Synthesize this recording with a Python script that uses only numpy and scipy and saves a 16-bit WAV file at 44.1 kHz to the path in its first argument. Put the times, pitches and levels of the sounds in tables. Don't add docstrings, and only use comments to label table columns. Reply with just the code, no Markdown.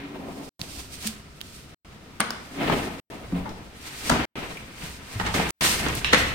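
import sys
import numpy as np
from scipy import signal
from scipy.fft import rfft, irfft, next_fast_len
from scipy.io import wavfile
from scipy.ndimage import map_coordinates

SR = 44100
rng = np.random.default_rng(int(sys.argv[2]) if len(sys.argv) > 2 else 0)


def put_to_file(sound):
    columns = np.atleast_2d(sound).T
    safe = np.clip(columns, -1, 1)
    whole_steps = np.round(safe * 32767)
    wavfile.write(sys.argv[1], SR, whole_steps.astype(np.int16))


N = 279946

# peak_s, body_level_db, rise_s, fall_s, scrape_over_body_db
WOOD_DRAGS = [(.02, -47.5, 0.302, 0.33, 4.5), (.28, -37.5, .6, 0.57, -14), (.62, -45.5, 0.17, .3, -5),
              (.8, -48, .12, .12, -1.5), (1.07, -46, 0.25, 0.19, 2.5), (2.3, -47.5, 0.69, .6, -7),
              (2.62, -26, 0.07, 0.34, -3.5), (2.709, -25, 0.18, 0.3, -4.5), (3.1, -40, .3, 0.72, -7),
              (3.36, -35.5, 0.068, 0.38, -8.5), (3.87, -53.5, 0.19, 1, 10.5), (4.149, -30, 0.16, 0.31, 1),
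              (4.38, -35, 0.24, 0.41, -1), (4.85, -43.5, 0.22, 0.21, 3.5), (5.27, -37.5, 0.31, 0.45, 3),
              (5.355, -27.5, 0.031, 0.43, 0), (5.648, -28.5, 0.19, 0.28, 5.5), (5.87, -30, 0.14, 0.24, 0.5),
              (6.2, -32, 0.22, 0.56, -0.5)]
# peak_s, level_db, rise_s, fall_s
GROAN_PUSHES = [(.12, -39.5, 0.54, 0.32), (.32, -42.5, 0.29, 0.88), (2.6, -35.5, 0.087, 0.23),
                (2.73, -31, .15, .33)]
# pitch_hz, waver_hz, relative_level_db
HOLLOW_TONES = [(273, 12, 0.5), (375.5, 18, -6)]
# peak_s, level_db, rise_s, fall_s
PAPER_SLIDES = [(.29, -55.5, .08, .6), (.56, -43.5, 0.33, 0.3), (.72, -41, 0.14, .12),
                (.8, -35.5, 0.078, .09), (.94, -37.5, 0.065, .09), (1.07, -35, .12, 0.11),
                (1.55, -46, 0.32, 0.2), (2.23, -53, .04, .4), (2.77, -39.5, .38, .4), (3.3, -55, .9, 1.1),
                (3.86, -42.5, 0.14, .6), (4.09, -30.5, .18, 0.15), (4.53, -43, 0.51, 0.21),
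                (4.84, -39.5, 0.18, 0.26), (5.13, -42, 0.16, 1.6), (5.35, -28.5, 0.023, 0.17),
                (5.67, -19.5, .17, 0.22), (5.955, -33, .05, 0.13), (6.19, -31.5, 0.1, 0.2)]
# peak_s, level_db, fall_s
ARM_PRESSES = [(.65, -51, .6), (.92, -50.5, .45), (2.7, -35.5, .4), (3.36, -34, 0.31), (4.13, -36, .3),
               (4.43, -43.5, .4), (4.87, -42, 0.28), (5.25, -35, 2.5), (5.89, -30.5, 0.42),
               (6.21, -31.5, .7)]
# start_s, level_db, pitch_hz, t60_s
THUMP_TONES = [(.615, -26.5, 143, 0.052), (.776, -32.5, 67.7, 0.16), (1.054, -25, 213.5, 0.16),
               (2.204, -37, 221, 0.069), (3.324, -19, 177.3, 0.28), (3.328, -20.5, 268, 0.17),
               (3.452, -32.5, 199.7, .3), (4.107, -19, 245.3, 0.28), (4.114, -27, 56, .3),
               (4.121, -17.5, 162, 0.15), (4.191, -22, 302, .091), (4.833, -27, 169, 0.11),
               (5.158, -23, 105, 0.13), (5.201, -29.5, 175, 0.51), (5.39, -22, 172, 0.15),
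               (5.861, -29.5, 241, 0.17), (6.128, -27.5, 185, 0.3), (6.13, -11, 507, 0.058)]
# start_s, level_db, ring_hz, ring_width_hz, bright_crack_db, t60_s, room_db, left_over_right_db
EDGE_SNAPS = [(.615, -17.5, 3740, 1794, -14, .0068, -19, -11),
              (1.026, -31.5, 4200, 4000, -5, .01, -10.5, 3.5),
              (1.069, -23.5, 8100, 4120, -9, 0.03, -12.5, -2),
              (1.0733, -19, 8700, 2970, 3, .012, -10.5, -6.5),
              (1.407, -33.5, 3140, 1500, -13.5, .008, -13, -4),
              (1.4136, -22, 3400, 2200, -7.5, 0.0069, -16, -6),
              (2.2033, -15.5, 8870, 1104, -11.5, 0.023, -14.5, 3.5),
              (2.3055, -21, 5260, 1100, -12.5, .014, -12, 2.5),
              (3.492, -38, 4000, 3960, -12.5, .022, -0.5, 1), (4.571, -33, 2360, 1000, -21, .04, -4, 2),
              (5.49, -32.5, 6980, 6040, -3.5, .048, -5, -2.5), (5.505, -22, 5000, 6130, -3.5, .02, -14, -4),
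              (5.885, -25.5, 5920, 4940, -18, .015, -10, -.5),
              (5.952, -24.5, 8980, 5930, -7, 0.018, -12, 1), (6.0455, -9.5, 2190, 1770, -44, .012, 3, -2),
              (6.132, -18, 2220, 1516, -30.5, 0.027, 5, .5)]
# start_s, level_db, low_body_db, dull_above_hz, own_ring_hz, own_ring_db, t60_s, left_over_right_db
HARD_KNOCKS = [(2.1992, -18, 5, 5000, 447, 5.5, 0.013, 2), (2.2033, -13.5, -0.5, 3570, 1100, -7, .03, 1),
               (2.2123, -20, -3, 3200, 2400, -0.5, 0.044, 4), (2.3056, -23, -2, 9000, 800, 5, .016, -5),
               (2.632, -24, -2, 3000, 520, 7.5, .03, 0.5), (2.697, -15.5, 6, 2500, 880, 0, 0.037, 7),
               (3.321, -32, 10, 1700, 302, 1, 0.042, 1.5), (3.455, -31, 1, 1500, 888, 10.5, 0.15, 1.5),
               (4.096, -5, 4, 12250, 704, 2, 0.0051, 0), (4.099, -7.5, 0.5, 7000, 688, 2, 0.016, 1),
               (4.111, -17, 0, 2950, 920, 12.5, 0.084, -2), (4.119, -19, -0.5, 2500, 318, 12.5, 0.05, 8.5),
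               (5.198, -17, 3.5, 3000, 1790, 3.5, 0.028, -5.5), (5.21, -23.5, -4.5, 3000, 860, 7, .058, 7),
               (5.263, -24, -11, 8000, 855, 10, 0.11, -3.5), (5.341, -18.5, 1, 6060, 780, 6.5, 0.058, -2.5),
               (5.397, -15.5, -2, 5030, 770, 15.5, .024, -2), (5.863, -21.5, -18, 3000, 312, 13, .05, -5),
               (6.128, -12.5, 4.5, 4490, 489, 4, .055, 4.5), (6.1321, -5.5, 0, 7500, 1980, 3, .04, -3),
               (6.145, -10.5, -16.5, 6000, 2080, 4, 0.029, 7)]
# pitch_hz, width_hz, relative_level_db
WOOD_MODES = [(211, 50, 4), (488, 160, 2), (795, 340, 1), (1360, 460, 4), (2000, 530, 2.5),
              (3480, 1800, -1.5), (8000, 6100, -7)]

# frequency_hz, density_db (per Hz)
PAPER_COLOUR = [(500, -36.5), (1200, -15), (2500, -0.5), (4500, 2), (7000, -2), (9200, 0), (10300, -9),
                (13500, -6.5), (16000, -16)]
BODY_COLOUR = [(70, -31.5), (140, -1.5), (220, -0.5), (290, 1), (400, -5), (550, -5), (800, -7.5),
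               (1100, -11.5), (2000, -38)]
SCRAPE_COLOUR = [(500, -18), (850, -4), (1300, -2), (2100, 0.5), (2800, -2.5), (4000, -10), (7000, -32.5),
                 (14000, -39.5)]
SHAKE_COLOUR = [(15, -7.5), (30, -14), (62, -1.5), (90, -7), (125, -8), (200, -20), (500, -70)]
ROOM_TONE_COLOUR = [(25, -11), (60, -1), (120, -2), (240, -4), (450, -13.5), (800, -25), (1150, -17),
                    (1320, -9), (1550, -19.5), (2600, -20.5), (5000, -23), (9300, -34.5), (10500, -35.5),
                    (16000, -42)]
# frequency_hz, side_over_mid_db
STEREO_WIDTH = [(30, -16), (125, -13), (250, -10.5), (500, -6.5), (1000, -1), (12000, 1)]
# frequency_hz, t60_s
ROOM_DECAY = [(150, .55), (600, 0.66), (2200, 0.75), (5000, 0.72), (12000, 0.35)]
# first_s, period_s, length_s
DROPOUT_BEAT = (.4925, 1.2538, .1012)

SWELL_DB = 20
PRESS_RISE_S = 0.15
REST_HISS_DB, REST_BODY_DB, REST_SCRAPE_DB, REST_SHAKE_DB = -62.5, -55, -57.5, -53.5
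KNOCK_ROOM_DB = -4
TOP_HZ = 16100


def amp(db):
    return 10 ** (np.asarray(db) / 20)


def unit(x):
    return x / np.sqrt(np.mean(x ** 2) + 1e-20)


def along(points, hz):
    f, v = np.transpose(points)
    return np.interp(np.log(hz + 1), np.log(f + 1), v)


def curves(rows):
    s, *columns = np.transpose(rows)
    return [np.interp(np.arange(N) / SR, s, column) for column in columns]


def wobble(rate):
    knots = rng.standard_normal(int(N * rate / SR) + 4)
    return map_coordinates(knots, [np.arange(N) * rate / SR])


def filtered(x, response):
    n = x.shape[-1]
    padded = next_fast_len(n + 2048, real=True)
    spectrum = rfft(x, padded) * response(np.fft.rfftfreq(padded, 1 / SR))
    return irfft(spectrum, padded)[..., :n]


def resonance(f, hz, width):
    return 1j * f * width / (hz * hz - f * f + 1j * f * width)


def power_gain(response):
    return np.sqrt(np.mean(np.abs(response(np.linspace(0, SR / 2, 2048))) ** 2))


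def spread(pair):
    def shares(f):
        angle = np.arctan(amp(along(STEREO_WIDTH, f)))
        return np.array([np.cos(angle), np.sin(angle)])
    mid, side = filtered(pair, shares)
    return np.array([mid + side, mid - side])


def panned(pair, pan_db):
    left_gain = np.atleast_1d(amp(pan_db / 2))
    right_gain = np.atleast_1d(amp(-pan_db / 2))
    return pair * np.array([left_gain, right_gain])


def add(track, s, sound):
    part = track[:, round(s * SR):][:, :sound.shape[-1]]
    part += sound[..., :part.shape[1]]


def strokes(rows, rest_db):
    t = np.arange(0, N, 32) / SR
    power = amp(rest_db) ** 2
    for peak_s, db, rise, fall in rows:
        away = np.maximum((peak_s - t) / rise, (t - peak_s) / fall)
        power = power + amp(db - SWELL_DB * away) ** 2
    return np.interp(np.arange(N) / SR, t, np.sqrt(power))


def friction(spectrum, grain_db, grain_rate):
    slips = rng.standard_normal((2, N)) * amp(grain_db * wobble(grain_rate))
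    return unit(filtered(spread(slips), lambda f: amp(along(spectrum, f))))


def burst(t60):
    t = np.arange(SR // 10) / SR
    return spread(rng.standard_normal((2, len(t))) * amp(-60 * t / t60))


def in_room(x, room_db):
    hz, t, noise = signal.stft(rng.standard_normal((2, SR * 3 // 4)), SR, nperseg=256)
    decay = amp(-60 * t / along(ROOM_DECAY, hz)[:, None])
    tail = signal.istft(noise * decay, SR, nperseg=256)[1]
    tail *= 1 - np.exp(-np.arange(tail.shape[1]) / SR / 0.00054)
    response = amp(room_db) * spread(tail) / np.linalg.norm(tail[0])
    response[:, 0] += 1
    return signal.fftconvolve(x, response, axes=1)


def near_walls(x, echo_db, count):
    delays = rng.uniform(.001, .012, count)
    strengths = unit(rng.standard_normal(count))
    out = x.copy()
    for s, gain in zip(delays, strengths):
        add(out, s, amp(echo_db) * gain * x)
    return out / np.sqrt(1 + count * amp(echo_db) ** 2)


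def room_tone():
    rush = filtered(spread(rng.standard_normal((2, N))), lambda f: amp(along(ROOM_TONE_COLOUR, f)))
    return amp(-49.5) * unit(rush)


def dragging():
    body_rows = [(s, db, rise, fall) for s, db, rise, fall, _ in WOOD_DRAGS]
    scrape_rows = [(s, db + scrape_db, rise, fall) for s, db, rise, fall, scrape_db in WOOD_DRAGS]
    push = strokes(body_rows, REST_BODY_DB)
    bite = strokes(scrape_rows, REST_SCRAPE_DB)
    judder = amp(1.85 * wobble(60))
    body = push * friction(BODY_COLOUR, grain_db=0.5, grain_rate=200)
    scrape = bite * friction(SCRAPE_COLOUR, grain_db=0.5, grain_rate=860)
    return panned(near_walls(judder * (body + scrape), echo_db=-20.5, count=5), 1.0)


def groan():
    tones = np.zeros(N)
    for hz, waver_hz, db in HOLLOW_TONES:
        phase = 2 * np.pi * np.cumsum(hz + waver_hz * wobble(40)) / SR
        tones += amp(db + 4.3 * wobble(35)) * np.sin(phase)
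    return strokes(GROAN_PUSHES, rest_db=-72.5) * unit(tones)


def paper():
    pan_db, = curves([(0, -4), (.7, -4), (1.5, -2.5), (2.5, -1), (6, -1)])
    hiss = friction(PAPER_COLOUR, grain_db=0.5, grain_rate=880)
    flutter = amp(1.8 * wobble(40))
    return panned(strokes(PAPER_SLIDES, REST_HISS_DB) * flutter * hiss, pan_db)


def table():
    press_rows = [(s, db, PRESS_RISE_S, fall) for s, db, fall in ARM_PRESSES]
    shaking = strokes(press_rows, REST_SHAKE_DB)
    out = shaking * friction(SHAKE_COLOUR, grain_db=-0.3, grain_rate=30)
    t = np.arange(SR // 2) / SR
    soft_onset = 1 - np.exp(-t / 0.0012)
    for s, db, hz, t60 in THUMP_TONES:
        ring = np.sin(2 * np.pi * hz * t) * amp(db - 60 * t / t60) * soft_onset
        add(out, s, in_room(np.array([ring, ring]), room_db=-8.0))
    return panned(out, .9)


def snaps():
    out = np.zeros((2, N))
    for s, db, hz, width, crack_db, t60, room_db, pan_db in EDGE_SNAPS:
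        def colour(f):
            return resonance(f, hz, width) ** 2 + amp(crack_db) * resonance(f, 4500, 9800)
        snap = filtered(burst(t60), colour) / power_gain(colour)
        add(out, s, amp(db) * panned(in_room(snap, room_db), pan_db))
    return out


def wood_modes(f):
    return sum((-1) ** k * amp(db) * resonance(f, hz, width)
               for k, (hz, width, db) in enumerate(WOOD_MODES))


def knocks():
    out = np.zeros((2, N))
    for s, db, low_db, dull_hz, ring_hz, ring_db, t60, pan_db in HARD_KNOCKS:
        def colour(f):
            low_shelf = 1 + (amp(low_db) - 1) / (1 + 1j * f / 700)
            ring = 1 + amp(ring_db) * resonance(f, ring_hz, 0.2 * ring_hz)
            return wood_modes(f) * low_shelf * ring / (1 + 1j * f / dull_hz) ** 2
        blow = filtered(burst(t60), colour) / power_gain(colour)
        add(out, s, amp(db) * panned(in_room(blow, KNOCK_ROOM_DB), pan_db))
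    return out


def scene():
    return room_tone() + dragging() + groan() + paper() + table() + snaps() + knocks()


def record(dry):
    first, period, length = DROPOUT_BEAT
    live = (np.arange(N) / SR - first) % period > length
    x = dry * np.where(live, 1, amp(-58.5))
    x = x / (1 + (x / .93) ** 6) ** (1 / 6)
    return filtered(x, lambda f: f < TOP_HZ)


dry = scene()
out = record(dry)
put_to_file(out)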